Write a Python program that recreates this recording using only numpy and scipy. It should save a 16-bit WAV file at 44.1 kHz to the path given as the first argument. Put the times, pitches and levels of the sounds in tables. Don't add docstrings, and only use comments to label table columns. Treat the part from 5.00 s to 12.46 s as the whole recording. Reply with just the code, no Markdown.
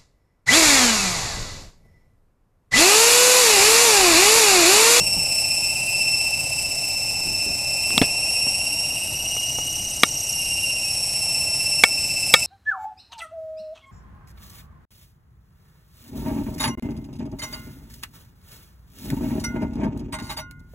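import sys
import numpy as np
from scipy import signal
from scipy.fft import rfft, irfft
from scipy.io import wavfile

SR = 44100
rng = np.random.default_rng(int(sys.argv[2]) if len(sys.argv) > 2 else 0)


def to_wav(s):
    ch = np.atleast_2d(s).T
    pcm = np.round(np.clip(ch, -1, 1) * 32767)
    wavfile.write(sys.argv[1], SR, pcm.astype(np.int16))


N = 328986
TIME = np.arange(N) / SR
GEAR_TEETH, PINION_TEETH = 170, 15

# frequency_hz, relative_density_db
WIND_SPECTRUM = [(10, -2), (30, -10), (60, 1), (130, 1), (190, -6.5), (300, -7.5), (600, -24), (1500, -23),
                 (5000, -77)]
WASH_SPECTRUM = [(150, -10), (300, -13.5), (450, -8), (600, 3.5), (820, 2.5), (1000, -7.5), (1250, -18.5),
                 (1750, -23), (2100, -11), (2800, -34), (3400, -41)]
HISS_SPECTRUM = [(1500, -19), (2100, -2.5), (3000, -10), (3450, -12.5), (3750, 1), (4500, -0.5),
                 (5900, 10.5), (6500, 0), (7200, 5.5), (9500, -1.5), (11500, -1.5), (12500, -2),
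                 (14200, -12), (15300, -7)]
# start_s, level_db, rise_s, decay_s, cutoff_hz
WIND_GUSTS = [(0, -33, 0.0054, 0.11, 190), (0.139, -30.5, 0.03, 0.049, 240),
              (2.219, -33, 0.054, 0.061, 177), (2.45, -33, 0.015, 0.068, 230), (2.9, -35, 0.023, 0.11, 330),
              (3.017, -12.5, 0.0031, 0.008, 360), (3.463, -28.5, 0.0051, 0.01, 400),
              (4.779, -37, 0.031, 0.066, 130)]
# crest_s, level_db, pitch_hz, half_length_s
CAMERA_BUMPS = [(2.9798, -14, 230, .0035), (3.0171, -5, 240, .0019), (5.0365, -14, 210, .0025),
                (6.8395, -13, 190, .0025)]
# pitch_hz, relative_db, base_t60_s
BODY_MODES = [(521, -14, 0.034), (763, -13.5, 0.03), (890, -7.5, 0.021), (1237, -8.5, 0.037),
              (1380, -28, 0.12), (1800, -14.5, 0.053), (2275, 5, 0.019), (2220, -24, 0.15),
              (2560, -2, 0.011), (2964, -6, 0.021), (3370, 4, 0.019), (3750, -31, 0.15), (3747, 3.5, 0.014),
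              (4590, 0.5, 0.0063), (4980, -2, 0.0054), (6800, -33, 0.0067), (8400, -5, 0.01)]
# start_s, gain_db, ring_factor, cutoff_hz, rattle_s, low_mode_gain_db
CAMERA_KNOCKS = [(2.9053, -19, 0.27, 1230, .001, -2), (2.9793, -3, 0.25, 13000, 0.00062, 2.5),
                 (3.0166, -7, 0.17, 4500, 0.013, 5), (4.367, -29, 0.55, 1400, .001, 3),
                 (4.5863, -27.5, 0.92, 1100, 0.00081, 10.5), (5.0337, 9.5, 0.54, 3640, 0.00041, -4.5),
                 (6.837, 5, 0.71, 4060, 0.0012, 2.5), (7.339, 5.5, 0.93, 5070, .002, 4)]
# time_s, turns_per_s
ROTOR_SPEED = [(0.0, 16.044), (0.3, 15.78), (1.0, 15.766), (2.0, 15.715), (2.75, 15.749), (3.25, 16.037),
               (3.87, 16.273), (4.25, 16.692), (4.75, 16.856), (5.35, 16.463), (6.3, 15.907),
               (6.85, 15.851), (7.46, 15.628)]
ROTOR_ORDERS = (4, 6, 8, 9, 18, 27, 36, 40.5)
ROTOR_ORDER_LEVELS = [-60, -54.5, -57.5, -54.5, -59.5, -63, -68, -60.5]
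# time_s, relative_db
WASH_ENVELOPE = [(0.0, -39.5), (0.62, -42), (2.51, -43.5), (3.03, -40), (4.78, -47), (5.74, -47),
                 (6.42, -42.5), (7.08, -45.5), (7.46, -43.5)]
# loudest_at_turns, highest_at_turns, top_pitch_hz, width_hz, relative_db
BLADE_WHISTLES = [(.11, .17, 6100, 170, 3.5), (.58, .65, 6450, 200, 2.5), (.66, .7, 7800, 900, -2),
                  (.3, .3, 7200, 800, -5)]
# time_s, gain_db
WHISTLE_ENVELOPE = [(4.15, -60), (4.3, -37), (4.45, -32.5), (4.75, -34.5), (5, -31), (5.25, -30),
                    (5.4, -37), (5.7, -42), (6.3, -45), (6.6, -60)]
PINION_ORDERS = (3, 12, 13, 16, 27, 28, 29, 31, 42, 43, 44, 45, 46, 47, 48, 54, 57, 59, 61, 74, 75)
PINION_ORDER_LEVELS = [-26.5, -25.5, -24.5, -30.5, -13, -16.5, -7, -28, -16.5, -11.5, -6, -5.5, -11, -23,
                       -11, -34, -12, -14, -10.5, -14, -10.5]
# width_hz, relative_db
FRICTION_BANDS = [(343, -6.5), (710, -8), (1090, -2.5), (830, -11.5), (450, -14)]
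# time_s, relative_db
RASP_ENVELOPE = [(0.0, -28.5), (0.29, -28), (2.66, -33.5), (2.83, -29.5), (3.16, -31.5), (3.49, -30),
                 (4.15, -34.5), (5.11, -34.5), (5.4, -33), (7.08, -30), (7.46, -28.5)]
# time_s, level_db
SIDEBAND_ENVELOPE = [(0.0, -40), (0.1, -46), (0.95, -37.5), (1.45, -54.4), (3.25, -35.5), (3.81, -42.8),
                     (4.01, -36), (5.06, -48.5), (5.86, -38.5), (6.21, -48.5), (7.46, -64)]
WHINE_HARMONICS = (1, 2, 4)
# time_s, relative_db
LOW_ENVELOPE = [(0.0, -30.5), (0.15, -33), (1.1, -24.5), (1.75, -32.5), (2.6, -31.5), (2.9, -27),
                (4.21, -34), (4.41, -28), (5.21, -40), (5.36, -30.5), (5.71, -27.5), (6.06, -44.5),
                (6.16, -35), (6.41, -31.5), (7.46, -32)]
MID_ENVELOPE = [(0.0, -24.5), (0.7, -26.5), (0.85, -37.5), (1.0, -27), (1.15, -24), (1.45, -33.5),
                (1.9, -27.5), (3.1, -28), (3.45, -23.4), (3.65, -31), (3.86, -25.5), (4.06, -41),
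                (4.26, -33.2), (4.61, -34), (5.01, -39.5), (5.11, -33), (6.56, -25), (7.46, -29.5)]
HIGH_ENVELOPE = [(0.0, -52), (0.95, -43.8), (2.35, -49), (3.35, -37), (4.11, -42), (4.41, -55),
                 (4.66, -50.1), (4.96, -70), (5.31, -40), (6.66, -36.3), (7.46, -53)]
# time_s, swing_db, loudest_at_turns
LOW_THROB = [(0, 6, 0.21), (.8, 3, 0.09), (1.5, 5, .15), (2.8, 2.5, -0.078), (3.6, 5.5, 0.16),
             (4.3, 4, -.22), (5.7, 3, -0.2), (6.3, 4, 0.25), (7.46, 7, 0.18)]


def gain_of(db):
    return 10 ** (np.asarray(db) / 20)


def unit_rms(x):
    return x / np.sqrt(np.mean(abs(x) ** 2) + 1e-20)


def curves(rows):
    times, *columns = np.transpose(rows)
    return [np.interp(TIME, times, column) for column in columns]


def add(mix, start_s, sound):
    part = mix[max(round(start_s * SR), 0):][:len(sound)]
    part += sound[:len(part)]


def noise(spectrum):
    hz, db = np.transpose(spectrum)
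    shape = gain_of(np.interp(np.log(np.fft.rfftfreq(N, 1 / SR) + 1), np.log(hz), db))
    return unit_rms(irfft(rfft(rng.standard_normal(N)) * shape, N))


def lowpass(x, hz, order=2):
    return signal.sosfilt(signal.butter(order, hz, fs=SR, output="sos"), x)


def drift(hz, step=64):
    count = N // step + 2
    frequencies = np.fft.rfftfreq(count, step / SR)
    slow = irfft(rfft(rng.standard_normal(count)) / np.sqrt(1 + (frequencies / hz) ** 4), count)
    return np.interp(np.arange(N) / step, np.arange(count), unit_rms(slow))


def narrowband(cycles, width_hz):
    envelope = lowpass(rng.standard_normal(N) + 1j * rng.standard_normal(N), width_hz / 2)
    return unit_rms((envelope * np.exp(2j * np.pi * cycles)).real)


def throb(turns, turn_db, turn_at, blade_db, blade_at):
    per_turn = turn_db * np.cos(2 * np.pi * (turns - turn_at))
    per_blade = blade_db * np.cos(4 * np.pi * (turns - blade_at))
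    return unit_rms(gain_of(per_turn + per_blade))


def wind(steady_db=-42, lumps_db=0.66):
    out = gain_of(steady_db + lumps_db * drift(hz=14)) * noise(WIND_SPECTRUM)
    t = TIME[:SR // 2]
    for start_s, db, rise_s, decay_s, cutoff_hz in WIND_GUSTS:
        eddies = lowpass(rng.standard_normal(len(t)), cutoff_hz)
        eddies = signal.sosfilt(signal.butter(1, cutoff_hz / 5, "high", fs=SR, output="sos"), eddies)
        shape = np.minimum(t / rise_s, 1) ** 2 * np.exp(-np.maximum(t - rise_s, 0) / decay_s)
        add(out, start_s, gain_of(db) * unit_rms(eddies * shape) * np.sqrt(np.mean(shape ** 2)))
    return out


def bumps():
    out = np.zeros(N)
    for crest_s, db, hz, half_length_s in CAMERA_BUMPS:
        t = TIME - crest_s
        out += gain_of(db) * np.exp(-(t / half_length_s) ** 2) * np.cos(2 * np.pi * hz * t)
    return out


def knocks(rattle_share=0.34, crack_db=-9):
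    out, t = np.zeros(N), TIME[:SR // 4]
    for start_s, db, ring, cutoff_hz, rattle_s, low_mode_db in CAMERA_KNOCKS:
        body = np.zeros(len(t))
        for hz, mode_db, base_t60_s in BODY_MODES:
            envelope = gain_of(mode_db + low_mode_db * (hz < 1100) - 60 * t / (base_t60_s * ring))
            body += envelope * np.sin(2 * np.pi * hz * t) / np.hypot(1, (hz / cutoff_hz) ** 2)
        force = rng.standard_normal(len(t)) * np.exp(-t / rattle_s)
        force *= rattle_share / np.linalg.norm(force)
        force[0] += 1
        band = signal.butter(2, (300, cutoff_hz), "band", fs=SR, output="sos")
        crack = unit_rms(signal.sosfilt(band, rng.standard_normal(len(t))))
        crack *= gain_of(crack_db) * np.exp(-t / (0.005 * ring))
        add(out, start_s, gain_of(db) * (signal.fftconvolve(force, body)[:len(t)] + crack))
    return out


def controller(switching_hz=11988, level_db=-62):
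    tone = (1 + 0.4 * drift(hz=5)) * np.sin(2 * np.pi * switching_hz * TIME)
    return gain_of(level_db) * unit_rms(tone)


def rotor_hum(turns):
    out = np.zeros(N)
    for order, db in zip(ROTOR_ORDERS, ROTOR_ORDER_LEVELS):
        waver = 1 + 0.61 * drift(hz=5.2)
        out += gain_of(db) * unit_rms(waver * np.cos(2 * np.pi * (order * turns + rng.random())))
    return out


def rotor_wash(turns):
    rasp_db = curves(RASP_ENVELOPE)[0]
    hiss = gain_of(-36 + 0.05 * (rasp_db - rasp_db.mean())) * noise(HISS_SPECTRUM)
    wash = gain_of(curves(WASH_ENVELOPE)[0] + 0.58) * noise(WASH_SPECTRUM)
    swish = throb(turns, turn_db=0.84, turn_at=0.51, blade_db=2.0, blade_at=0.28)
    return swish * (hiss + wash)


def blade_whistle(turns, doppler=0.11, focus=5.2):
    out = np.zeros(N)
    for loudest_at, highest_at, top_hz, width_hz, db in BLADE_WHISTLES:
        sweep = doppler * (np.cos(2 * np.pi * (turns - highest_at)) - 1)
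        pitch_hz = top_hz * (1 + sweep + 0.024 * drift(hz=11))
        beam = np.exp(focus * (np.cos(2 * np.pi * (turns - loudest_at)) - 1))
        out += gain_of(db) * beam * narrowband(np.cumsum(pitch_hz) / SR, width_hz)
    return out * gain_of(curves(WHISTLE_ENVELOPE)[0])


def teeth_passed(turns, runout_teeth=0.14):
    backlash = 0.02 * drift(hz=30)
    return GEAR_TEETH * turns + runout_teeth * np.sin(2 * np.pi * (turns - 0.74)) + backlash


def pinion_partials(teeth, waver=0.65):
    motor_angle = 2 * np.pi * teeth / PINION_TEETH
    out = np.zeros(N)
    for order, db in zip(PINION_ORDERS, PINION_ORDER_LEVELS):
        amplitude = 1 + waver * drift(hz=38)
        phase = order * motor_angle + 2 * np.pi * rng.random() + waver * drift(hz=3.8)
        out += gain_of(db) * unit_rms(amplitude * np.cos(phase))
    return out


def tooth_friction(teeth):
    bands = sum(gain_of(db) * narrowband(harmonic * teeth, width_hz)
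                for harmonic, (width_hz, db) in enumerate(FRICTION_BANDS, 1))
    bite = 1 + 0.26 * np.exp(0.91 * np.cos(2 * np.pi * teeth / PINION_TEETH))
    ripple = 1 + 0.34 * np.cos(2 * np.pi * 12 * teeth / GEAR_TEETH)
    return bands * unit_rms(bite * ripple)


def gear_rasp(turns, teeth):
    chop = throb(turns, turn_db=0.4, turn_at=1.0, blade_db=1.27, blade_at=0.16)
    flutter = gain_of(1.2 * drift(hz=21))
    transmitted = lowpass(pinion_partials(teeth) + tooth_friction(teeth), hz=13150, order=10)
    return gain_of(curves(RASP_ENVELOPE)[0] - 2.03) * chop * flutter * transmitted


def pinion_sideband(teeth, waver=0.54):
    phase = 2 * np.pi * teeth * (1 - 1 / PINION_TEETH)
    tone = unit_rms((1 + waver * drift(hz=27.6)) * np.cos(phase))
    return gain_of(curves(SIDEBAND_ENVELOPE)[0]) * tone


def unloading(threshold_turns_per_s=16.35, width_turns_per_s=0.12):
    excess_speed = curves(ROTOR_SPEED)[0] - threshold_turns_per_s
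    return 0.5 + 0.5 * np.tanh(excess_speed / width_turns_per_s)


def gear_whine(turns, teeth, flutter_db=1.1):
    swing_db, loudest_at = curves(LOW_THROB)
    low_throb = throb(turns, swing_db, loudest_at, 0.24 * swing_db, loudest_at)
    upper_throb = throb(turns, turn_db=1.5, turn_at=0.25, blade_db=2, blade_at=0.1)
    low_roughness = 0.14
    upper_roughness = 0.16 + 0.42 * unloading()
    tones = [(curves(LOW_ENVELOPE)[0] + 0.27, low_throb, low_roughness),
             (curves(MID_ENVELOPE)[0] + 1.02, upper_throb, upper_roughness),
             (curves(HIGH_ENVELOPE)[0] + 2.5, upper_throb, upper_roughness)]
    out = np.zeros(N)
    for harmonic, (db, swell, roughness) in zip(WHINE_HARMONICS, tones):
        flutter = gain_of(flutter_db * drift(hz=21))
        grain = 1 + roughness * (drift(hz=170, step=16) + 1j * drift(hz=170, step=16))
        tone = np.sqrt(2) * (grain * np.exp(2j * np.pi * harmonic * teeth)).real
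        out += gain_of(db) * swell * flutter * tone
    return out


def helicopter():
    turns = np.cumsum(curves(ROTOR_SPEED)[0]) / SR
    teeth = teeth_passed(turns)
    gears = gear_rasp(turns, teeth) + pinion_sideband(teeth)
    air = rotor_wash(turns) + rotor_hum(turns)
    return air + gears + gear_whine(turns, teeth) + blade_whistle(turns)


def scene():
    return np.tile(helicopter() + wind() + knocks() + bumps() + controller(), (2, 1))


def record(dry):
    edge_hz = 15550
    band_limit = signal.firwin(511, edge_hz, window=("kaiser", 8), fs=SR)
    return signal.oaconvolve(np.clip(dry, -1, 1), band_limit[None], "same")


dry = scene()
out = record(dry)
to_wav(out)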